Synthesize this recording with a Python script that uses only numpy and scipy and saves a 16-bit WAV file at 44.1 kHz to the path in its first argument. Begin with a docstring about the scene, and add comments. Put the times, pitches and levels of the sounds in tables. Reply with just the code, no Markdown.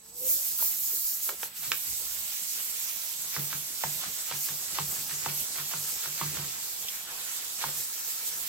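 """In a small workshop, a hand strokes sandpaper to and fro on a hollow wooden vase spinning on a lathe.
The lathe runs up to speed with a whine, then hums and whistles. The grit hisses as it cuts the wood,
biting at each inner turn of the stroke and easing at each outer one. The sheet scuffs, squeaks and snaps
against the vase, and the air inside booms softly. The room echoes the scuffs and snaps."""
import sys
import numpy as np
from scipy import signal
from scipy.fft import rfft, irfft, next_fast_len
from scipy.io import wavfile
from scipy.ndimage import uniform_filter1d, map_coordinates

SR = 44100
rng = np.random.default_rng(int(sys.argv[2]) if len(sys.argv) > 2 else 0)


def store_pcm(level_fs):
    """Save levels as 16-bit WAV."""
    pcm = np.round(np.clip(level_fs, -1, 1) * 32767).astype(np.int16)
    wavfile.write(sys.argv[1], SR, np.atleast_2d(pcm).T)


N = 373968
TIME = np.arange(N) / SR
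SIDES = np.array([[.5], [-.5]])  # splits a difference between left and right

# Each to-and-fro of the sandpaper pad. A place is given as how late the sound arrives on the left.
# inner_turn_s, inner_place_samples, outer_turn_s, outer_place_samples, bite_db
STROKES = [(.32, -1.5, .46, -.5, 7.5), (.64, -3, 0.8, 0, 5), (.99, -3.5, 1.15, 0.5, -0.5),
           (1.27, -1, 2.2, 6, 1.5), (2.67, 4, 2.96, 9, 1.5), (3.43, 2.5, 4.04, 7, 3),
           (3.95, -1, 4.1, 6.5, 2), (4.44, -0.7, 4.68, 5, 4.5), (4.91, -0.3, 5.54, 5, 2.5),
           (5.39, -6, 5.64, 4, 4), (5.89, -1, 6.1, 4, 2), (6.29, 2, 7.53, 5, 1.5), (7.95, -2.5, 8.8, 0, 1),
           (8.4, -2, 8.4, 8, 2.5)]
# The sheet snaps against the wood (levels are relative): start_s, level_db, pitch_hz, boom_db, scuff_db
SNAPS = [(0.623, -31.5, 866, -75, -51), (1.292, -19, 1330, -68, -50), (1.432, -21, 1460, -70, -49),
         (1.7186, -5.5, 2650, -62, -56), (3.365, -20, 1200, -38, -40), (3.5294, -22.5, 1570, -47.5, -43),
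         (3.8373, -18.5, 880, -43, -42.5), (4.0375, -27.5, 1170, -64, -39),
         (4.3128, -22.5, 990, -46.5, -41), (4.324, -22.5, 2280, -74, -55), (4.488, -32.5, 1190, -50, -44.5),
         (4.7867, -19, 890, -40, -37.5), (4.967, -36, 1190, -52, -47), (5.112, -26, 2000, -48.5, -43),
         (5.2614, -20, 780, -41.5, -41), (5.5844, -25, 1422, -49, -40), (5.737, -25.5, 1190, -46, -39.5),
         (6.0587, -27, 1410, -50.5, -40), (6.2135, -20, 1070, -36, -38.5), (6.3711, -26, 1310, -41, -42.5),
         (7.6165, -27, 1600, -62, -43), (7.6403, -23, 1080, -45.5, -38.5)]
# The hand's steady pressure, as relative levels: time_s, fizz_db, rasp_db, rub_db, rumble_db
PRESSURE = [(0, -63, -63, -68, -72), (.13, -50, -52.5, -66.5, -63.5), (.19, -40, -47, -69, -59),
            (.28, -36.5, -39.5, -55.5, -59.5), (1.1, -34, -39, -56.5, -63.5),
            (1.65, -39.5, -42.5, -55.5, -64), (1.95, -39, -40, -53, -60.5), (2.9, -39.5, -40.5, -51, -64.5),
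            (3.2, -40.5, -41, -53, -62), (4.5, -41, -40, -50.5, -57.5), (6.15, -40.5, -40, -50, -59),
            (6.5, -43, -40.5, -48, -62), (7.2, -42.5, -43.5, -49, -65.5), (7.7, -41.5, -40.5, -49.5, -66),
            (8.48, -40.5, -41.5, -49.5, -62.5)]
# The notes at which the wall of the vase rings: pitch_hz, width_hz, boost_db
WALL_NOTES = [(349.4, 14, 6), (493.6, 18, 9.5), (760, 14, 5.5), (920, 38, 9), (1070, 45, 5), (1314, 25, 7),
              (1400, 27, 1.5), (1670, 30, 1.5)]


def amp(db):
    """Turn decibels into a gain."""
    return 10 ** (np.asarray(db) / 20)


def unit(x):
    """Scale to an average (rms) level of 1."""
    return x / np.sqrt(np.mean(x ** 2) + 1e-20)


def along(points, hz):
    """Read between (pitch, value) points on a log pitch scale."""
    pitches, values = np.transpose(points)
    return np.interp(np.log(hz + 1), np.log(pitches + 1), values)


def curves(rows):
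    """One value per sample for each column after the time."""
    times, *columns = np.transpose(rows)
    return [np.interp(TIME, times, column) for column in columns]


def wobble(rate):
    """A smooth curve through `rate` random points a second."""
    return map_coordinates(rng.standard_normal(int(N * rate / SR) + 4), [TIME * rate])


def bump(s, half_length):
    """A bell curve of height 1 around time s."""
    return np.exp(-.5 * np.minimum(((TIME - s) / half_length) ** 2, 100))


def filtered(x, response):
    """Multiply each frequency f in x by response(f)."""
    n = x.shape[-1]
    padded = next_fast_len(n + 8192)
    return irfft(rfft(x, padded) * response(np.fft.rfftfreq(padded, 1 / SR)), padded)[..., :n]


def resonance(f, hz, width):
    """A ringing filter that passes a band around hz."""
    return 1j * f * width / (hz * hz - f * f + 1j * f * width)


def add(track, s, sound):
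    """Mix a sound into a track at time s."""
    start = max(round(s * SR), 0)
    track[..., start:start + sound.shape[-1]] += sound[..., :N - start]


def placed(x, left_db, lag):
    """Make stereo: the left side is left_db louder and lag samples later than the right."""
    return filtered(x, lambda f: amp(SIDES * left_db) * np.exp(-2j * np.pi * f * SIDES * lag / SR))


def rush(colour, patchy_db, grain_db):
    """Stereo noise with drifting patches of tone colour and a fine grain."""
    # How alike the two sides are: pitch_hz, likeness
    likeness = [(50, 0.48), (200, 0.33), (800, 0.45), (1500, 0.23), (3000, 0.072), (8000, 0.3),
                (15000, 0.47)]
    # How much louder the left side is: pitch_hz, left_db
    balance = [(60, 0), (300, 7), (700, -4.5), (1300, -2.5), (3500, -2), (5700, -1), (7500, -3),
               (8900, -0.2), (10500, -6.5), (13000, -5.5), (15500, -3)]
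    spectrum = signal.stft(rng.standard_normal((2, N)), nperseg=512)[2]
    patches = uniform_filter1d(uniform_filter1d(rng.standard_normal(spectrum.shape[1:]), 14, 0), 9, 1)
    pair = signal.istft(spectrum * amp(patchy_db * unit(patches)), nperseg=512)[1][:, :N]
    pair *= amp(grain_db * wobble(1500))
    spread = lambda f: np.arccos(np.clip(along(likeness, f), -1, 1)) / 2
    mid, side = filtered(pair, lambda f: colour(f) * np.array([np.cos(spread(f)), np.sin(spread(f))]))
    return unit(filtered(np.array([mid + side, mid - side]), lambda f: amp(along(balance, f) * SIDES)))


def drags(rows, breadth, grain_db):
    """Short swells of grainy noise, each around its own pitch."""
    out, t = np.zeros(N), np.arange(SR // 2) / SR - 1 / 4
    for s, db, hz, half_length in rows:
        grains = rng.standard_normal(len(t))
        grains *= amp(grain_db * np.repeat(rng.standard_normal(len(t)), repeats=40)[:len(t)])
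        noise = unit(filtered(grains, lambda f: resonance(f, hz, breadth * hz) ** 2))
        swell = amp(db) * noise * np.exp(-.5 * (t / half_length) ** 2)
        add(out, s - 1 / 4, swell[max(round((1 / 4 - s) * SR), 0):])
    return out


def workshop(x):
    """The room's echo comes a little late, dies fastest in the treble and differs left and right."""
    # How long the echo takes to fall by 60 dB: pitch_hz, fade_s
    fade_times = [(150, 0.39), (1000, 0.15), (4000, 0.28), (12000, 0.03)]
    hz, t, spectrum = signal.stft(rng.standard_normal((2, SR // 2)), SR, nperseg=256)
    tail = signal.istft(spectrum * amp(-60 * t / along(fade_times, hz)[:, None]), SR, nperseg=256)[1]
    late = np.pad(x, (200, 0))
    return signal.fftconvolve(late[None], tail / np.linalg.norm(tail[0]), axes=1)[:, :len(x)]


def lathe(motor_slots=18, clock_hz=4000):
    """The lathe hums steadily; the motor's whine and the drive's whistles follow the speed."""
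    # The electric drive runs up to speed: time_s, drive_hz
    run_up = [(0, 23.5), (.275, 29.2), (.5, 36.1), (.62, 38.7)]
    # The tones of the hum: pitch_hz, level_db
    hum_tones = [(50, -76.5), (108, -94), (149, -73), (216, -71.5)]
    # The motor whines loudest as it passes a resonance of the lathe: time_s, relative_db
    whine_levels = [(0, -77), (.12, -67.5), (.19, -58), (.225, -48), (.275, -45), (.3, -60), (.4, -62),
                    (.5, -66), (.6, -83)]
    # The drive's switching whistles: clock_multiple, drive_multiple, relative_db
    whistles = [(1, -3, -69.5), (2, -2, -57.5), (2, 0, -55), (2, 2, -72), (4, -8, -82)]
    (drive_hz,), (whine_db,) = curves(run_up), curves(whine_levels)
    drive_phase = 2 * np.pi * np.cumsum(drive_hz) / SR
    clock_phase = 2 * np.pi * clock_hz * TIME
    hum = sum(amp(db + 0.76 * wobble(6.9)) * np.sin(2 * np.pi * hz * TIME + 0.35 * wobble(5.5))
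              for hz, db in hum_tones)
    whine = amp(whine_db + 2 + 3 * wobble(70)) * np.sin(motor_slots * drive_phase + .6 * wobble(70))
    whistle = np.zeros(N)
    for clock_multiple, drive_multiple, db in whistles:
        phase = clock_multiple * clock_phase + drive_multiple * drive_phase
        whistle += amp(db - 1 + 1.8 * wobble(26)) * np.sin(phase + 0.22 * wobble(40))
    return hum + whine + whistle


def spindle_rumble(jolt_db=-13, jolt_rise_s=0.07):
    """The shaft that turns the vase rumbles under the load, and each snap jolts it."""
    # The rumble's tone colour: pitch_hz, level_db
    colour = [(15, -27), (28, -27), (48, -5), (75, -0.5), (120, -1), (170, 2), (260, -3.5), (450, -6.5),
              (1000, -6), (4000, -45)]
    *_, rumble_db = curves(PRESSURE)
    jolt_power, age = np.zeros(N), np.arange(SR) / SR / jolt_rise_s
    for s, _, _, boom_db, _ in SNAPS:
        add(jolt_power, s, (amp(boom_db + jolt_db) * age * np.exp(1 - age)) ** 2)
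    rumble = rush(lambda f: amp(along(colour, f)), patchy_db=2.6, grain_db=0.5)
    return rumble * np.sqrt(amp(rumble_db) ** 2 + jolt_power) * amp(1.4 * wobble(11))


def pad_place():
    """Where the pad is along the vase: it glides from turn to turn, slowing at each."""
    times, places = np.array(STROKES)[:, :4].reshape(-1, 2).T
    turns = np.arange(len(times))
    last_turn, progress = np.divmod(np.interp(TIME, times, turns), 1)
    return np.interp(last_turn + .5 - .5 * np.cos(np.pi * progress), turns, places)


def follow_pad(pair, left_db_per_sample=-0.23):
    """The sound travels with the pad: later and weaker on the farther side."""
    lag = pad_place()
    left_db = left_db_per_sample * (lag - lag.mean())
    return np.array([map_coordinates(x, [np.arange(N) - side * lag], order=5) * amp(side * left_db)
                     for x, side in zip(pair, (.5, -.5))])


def bed_echo(pair, delay_s=.0024, delay_per_place=3, gain=0.14, dull_hz=6000):
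    """The lathe's base reflects the sound; the path changes with the hand, faintly sweeping the hiss."""
    late = np.arange(N) - delay_s * SR - delay_per_place * pad_place()
    echo = np.array([map_coordinates(x, [late], order=3) for x in pair])
    return pair + gain * filtered(echo, lambda f: 1 / (1 + (f / dull_hz) ** 4))


def vase_swells():
    """Low, soft swells from the vase, some of them the wood ringing just after a snap."""
    # Each swell: time_s, level_db, pitch_hz, half_length_s
    swells = [(.238, -53.5, 344, .021), (.345, -56, 340, .02), (.94, -59, 340, .025),
              (1.315, -49, 440, 0.026), (1.44, -58, 420, .012), (1.66, -58.5, 148, 0.046),
              (1.73, -53.5, 420, 0.017), (1.92, -54.5, 80, .035), (2.12, -63, 70, 0.1)]
    return drags(swells, breadth=0.67, grain_db=2.5)


def vase_booms(air_hz=147, rise_s=0.027, fade_s=0.26, rough_db=0.5):
    """After each snap the air in the vase swells and dies away, over a dull shudder of the wood."""
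    out, t = np.zeros(N), np.arange(SR // 2) / SR
    wood = lambda f: .5 * resonance(f, 104, 16) + .6 * resonance(f, 176, 30) + .35 * resonance(f, 350, 60)
    for s, _, _, boom_db, _ in SNAPS:
        tone = np.sin(2 * np.pi * air_hz * (1 + 0.012 * rng.standard_normal()) * t)
        air = tone * (1 - np.exp(-t / rise_s)) ** 2 * amp(14.0 - 60 * t / fade_s)
        shudder = unit(filtered(rng.standard_normal(len(t)), lambda f: wood(f) / (1 + (f / 500) ** 4)))
        shudder *= (1 - np.exp(-t / 0.014)) * amp(-1.5 - 60 * t / 0.27)
        add(out, s, amp(boom_db) * (air + shudder))
    return out * amp(rough_db * wobble(45))


def rubbing():
    """The pad shakes the wall of the vase, which colours the noise with its own notes."""
    # The rub's tone colour before the wall rings: pitch_hz, level_db
    colour = [(150, -12), (300, -10), (600, -3), (900, -4), (1500, 1.5), (2500, 2.5), (3500, 3.5),
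              (6000, -1.5), (12000, -61)]
    _, _, rub_db, _ = curves(PRESSURE)
    wall_db = lambda f: sum(db * abs(resonance(f, hz, width)) ** 2 for hz, width, db in WALL_NOTES)
    rub = rush(lambda f: amp(along(colour, f) + wall_db(f)), patchy_db=2.0, grain_db=0.0)
    return rub * amp(rub_db + 4 + 0.5 * wobble(25) + 0.63 * wobble(7))


def squeak():
    """The paper squeaks on the narrow neck of the vase."""
    # The parts of the squeak: time_s, level_db, pitch_hz, half_length_s
    parts = [(6.881, -46, 2750, .004), (6.888, -39, 3170, .007), (6.888, -37, 5600, 0.0088)]
    return drags(parts, breadth=0.19, grain_db=-6.0)


def scuffing(catch_hz=2600, settle_hz=2020):
    """The sheet drags just before each snap and again, more softly, as it settles."""
    # Its edge also scrapes now and then: time_s, relative_db, pitch_hz, half_length_s
    scrapes = [(1.567, -42, 9000, .004), (1.644, -41, 3040, .016), (2.88, -51, 3000, 0.027),
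               (4.343, -41, 2700, .006), (4.755, -44.5, 3100, .015), (5.113, -36, 13000, .003),
               (5.29, -39.5, 2500, .008), (7.622, -36.5, 3020, 0.0088), (7.688, -40.5, 1500, 0.0066)]
    catches = [(s - .018, db, catch_hz, 0.016) for s, *_, db in SNAPS]
    settles = [(s + .02, db - 4.5, settle_hz, 0.011) for s, *_, db in SNAPS]
    return amp(-1) * drags(catches + settles + scrapes, breadth=3.8, grain_db=5.0)


def snapping(crackle_db=-8.5, crackle_fade_s=0.026, ring=0.52, room_db=-8.5):
    """The taut sheet slaps the wood: one pulse and a brief crackle of paper ring the wall of the vase."""
    out, t = np.zeros((2, N)), np.arange(SR // 3) / SR
    wall = lambda f: 1 + ring * sum((amp(db) - 1) * resonance(f, hz, width)
                                    for hz, width, db in WALL_NOTES)
    for s, db, hz, _, _ in SNAPS:
        # a slack sheet knocks for a few cycles, a taut one gives a single broad crack
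        stiffness = (hz / 1000) ** 2
        sheet = lambda f: resonance(f, hz, 820 * stiffness) ** 2 + 0.5 * resonance(f, hz, 2 * hz)
        pulse = filtered(1. * (t == 0), sheet)
        crackle = unit(filtered(rng.standard_normal(len(t)), sheet))
        crackle *= amp(crackle_db - 60 * t / crackle_fade_s) / np.sqrt(stiffness)
        slap = amp(db + 2) * filtered(crackle - pulse / abs(pulse).max(), wall)
        add(out, s, placed(slap, left_db=-3.5, lag=0) + amp(room_db) * workshop(slap))
    return out


def grit_levels(ease_db=-1.05, rasp_share=0.37):
    """Fizz and rasp in dB: the grit bites at inner turns, eases at outer ones and follows the hand."""
    # The hand leans in (+) or lifts (-) for a moment: time_s, change_db, half_length_s
    leans = [(0.13, -5, .018), (.468, 3, 0.026), (.558, -1, 0.014), (1.2, -4.5, 0.027), (1.366, -9, 0.038),
             (1.44, 1, .015), (1.515, -14, 0.035), (2.881, 1.5, 0.025), (3.69, -1.5, .04),
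             (4.32, -2.5, .015), (5.236, -0.3, 0.044), (7.066, -4.5, .035), (7.346, 2.5, 0.031),
             (7.796, 3.5, 0.037), (8.11, 2.5, 0.028), (8.21, 0, 0.022), (8.276, 4.5, 0.016)]
    fizz_db, rasp_db, _, _ = curves(PRESSURE)
    bite = sum(db * bump(inner_s, half_length=0.037) for inner_s, *_, db in STROKES)
    ease = ease_db * sum(bump(outer_s, half_length=0.035) for _, _, outer_s, _, _ in STROKES)
    weight = ease + sum(db * bump(s, half_length) for s, db, half_length in leans)
    return fizz_db + bite + weight, rasp_db + rasp_share * bite + weight


def sanding(split_hz=9500, coarse_hz=3970, bright_hz=13500, brighten=0.36):
    """Countless grains cut the wood: a rasp below and a fizz above, both fluttering."""
    # The grit's tone colour: pitch_hz, level_db
    colour = [(1200, -67), (2000, -16), (3000, -12.5), (4300, -5.5), (5600, -2), (7000, 0.5), (8100, 1.5),
              (8750, -3), (9400, -5.5), (10500, -2.5), (11700, 1.5), (13500, 3), (15800, -0.5)]
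    grit = lambda f: amp(along(colour, f))
    above = lambda f, hz: 1 / (1 + (hz / (f + 1)) ** 14)
    fizz_db, rasp_db = grit_levels()
    flutter_db = .5 * wobble(30)
    fizz = rush(lambda f: grit(f) * np.sqrt(above(f, split_hz)), patchy_db=-0.3, grain_db=0.5)
    rasp = rush(lambda f: grit(f) * np.sqrt(1 - above(f, split_hz)), patchy_db=1.37, grain_db=1.07)
    # the rasp grows coarser towards the neck
    coarse_db = 0.63 * (pad_place() - 2.4)
    rasp += filtered(rasp, lambda f: 1 - above(f, coarse_hz)) * (amp(coarse_db) - 1)
    # the fizz grows brighter with pressure
    bright_db = brighten * np.maximum(fizz_db - np.median(fizz_db), -6)
    fizz += filtered(fizz, lambda f: above(f, bright_hz)) * (amp(bright_db) - 1)
    fizz *= amp(fizz_db + 6.0 + flutter_db + 0.64 * wobble(80))
    rasp *= amp(rasp_db + 3.0 + flutter_db)
    return fizz + rasp


def scene():
    """Lathe, vase and paper lie a little to the right of the listener."""
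    scuffs = scuffing()
    paper = placed(scuffs + squeak(), left_db=-3.0, lag=0)
    friction = bed_echo(sanding() + rubbing() + spindle_rumble() + paper)
    vase = placed(vase_booms() + vase_swells(), left_db=-3.5, lag=1.5)
    machine = placed(lathe(), left_db=-4.5, lag=.3)
    return machine + vase + follow_pad(friction + snapping()) + amp(-0.5) * workshop(scuffs)


def record(dry):
    """Cut off the very highest treble."""
    top_hz = 15900
    return filtered(dry, lambda f: f < top_hz)


dry = scene()
out = record(dry)
store_pcm(out)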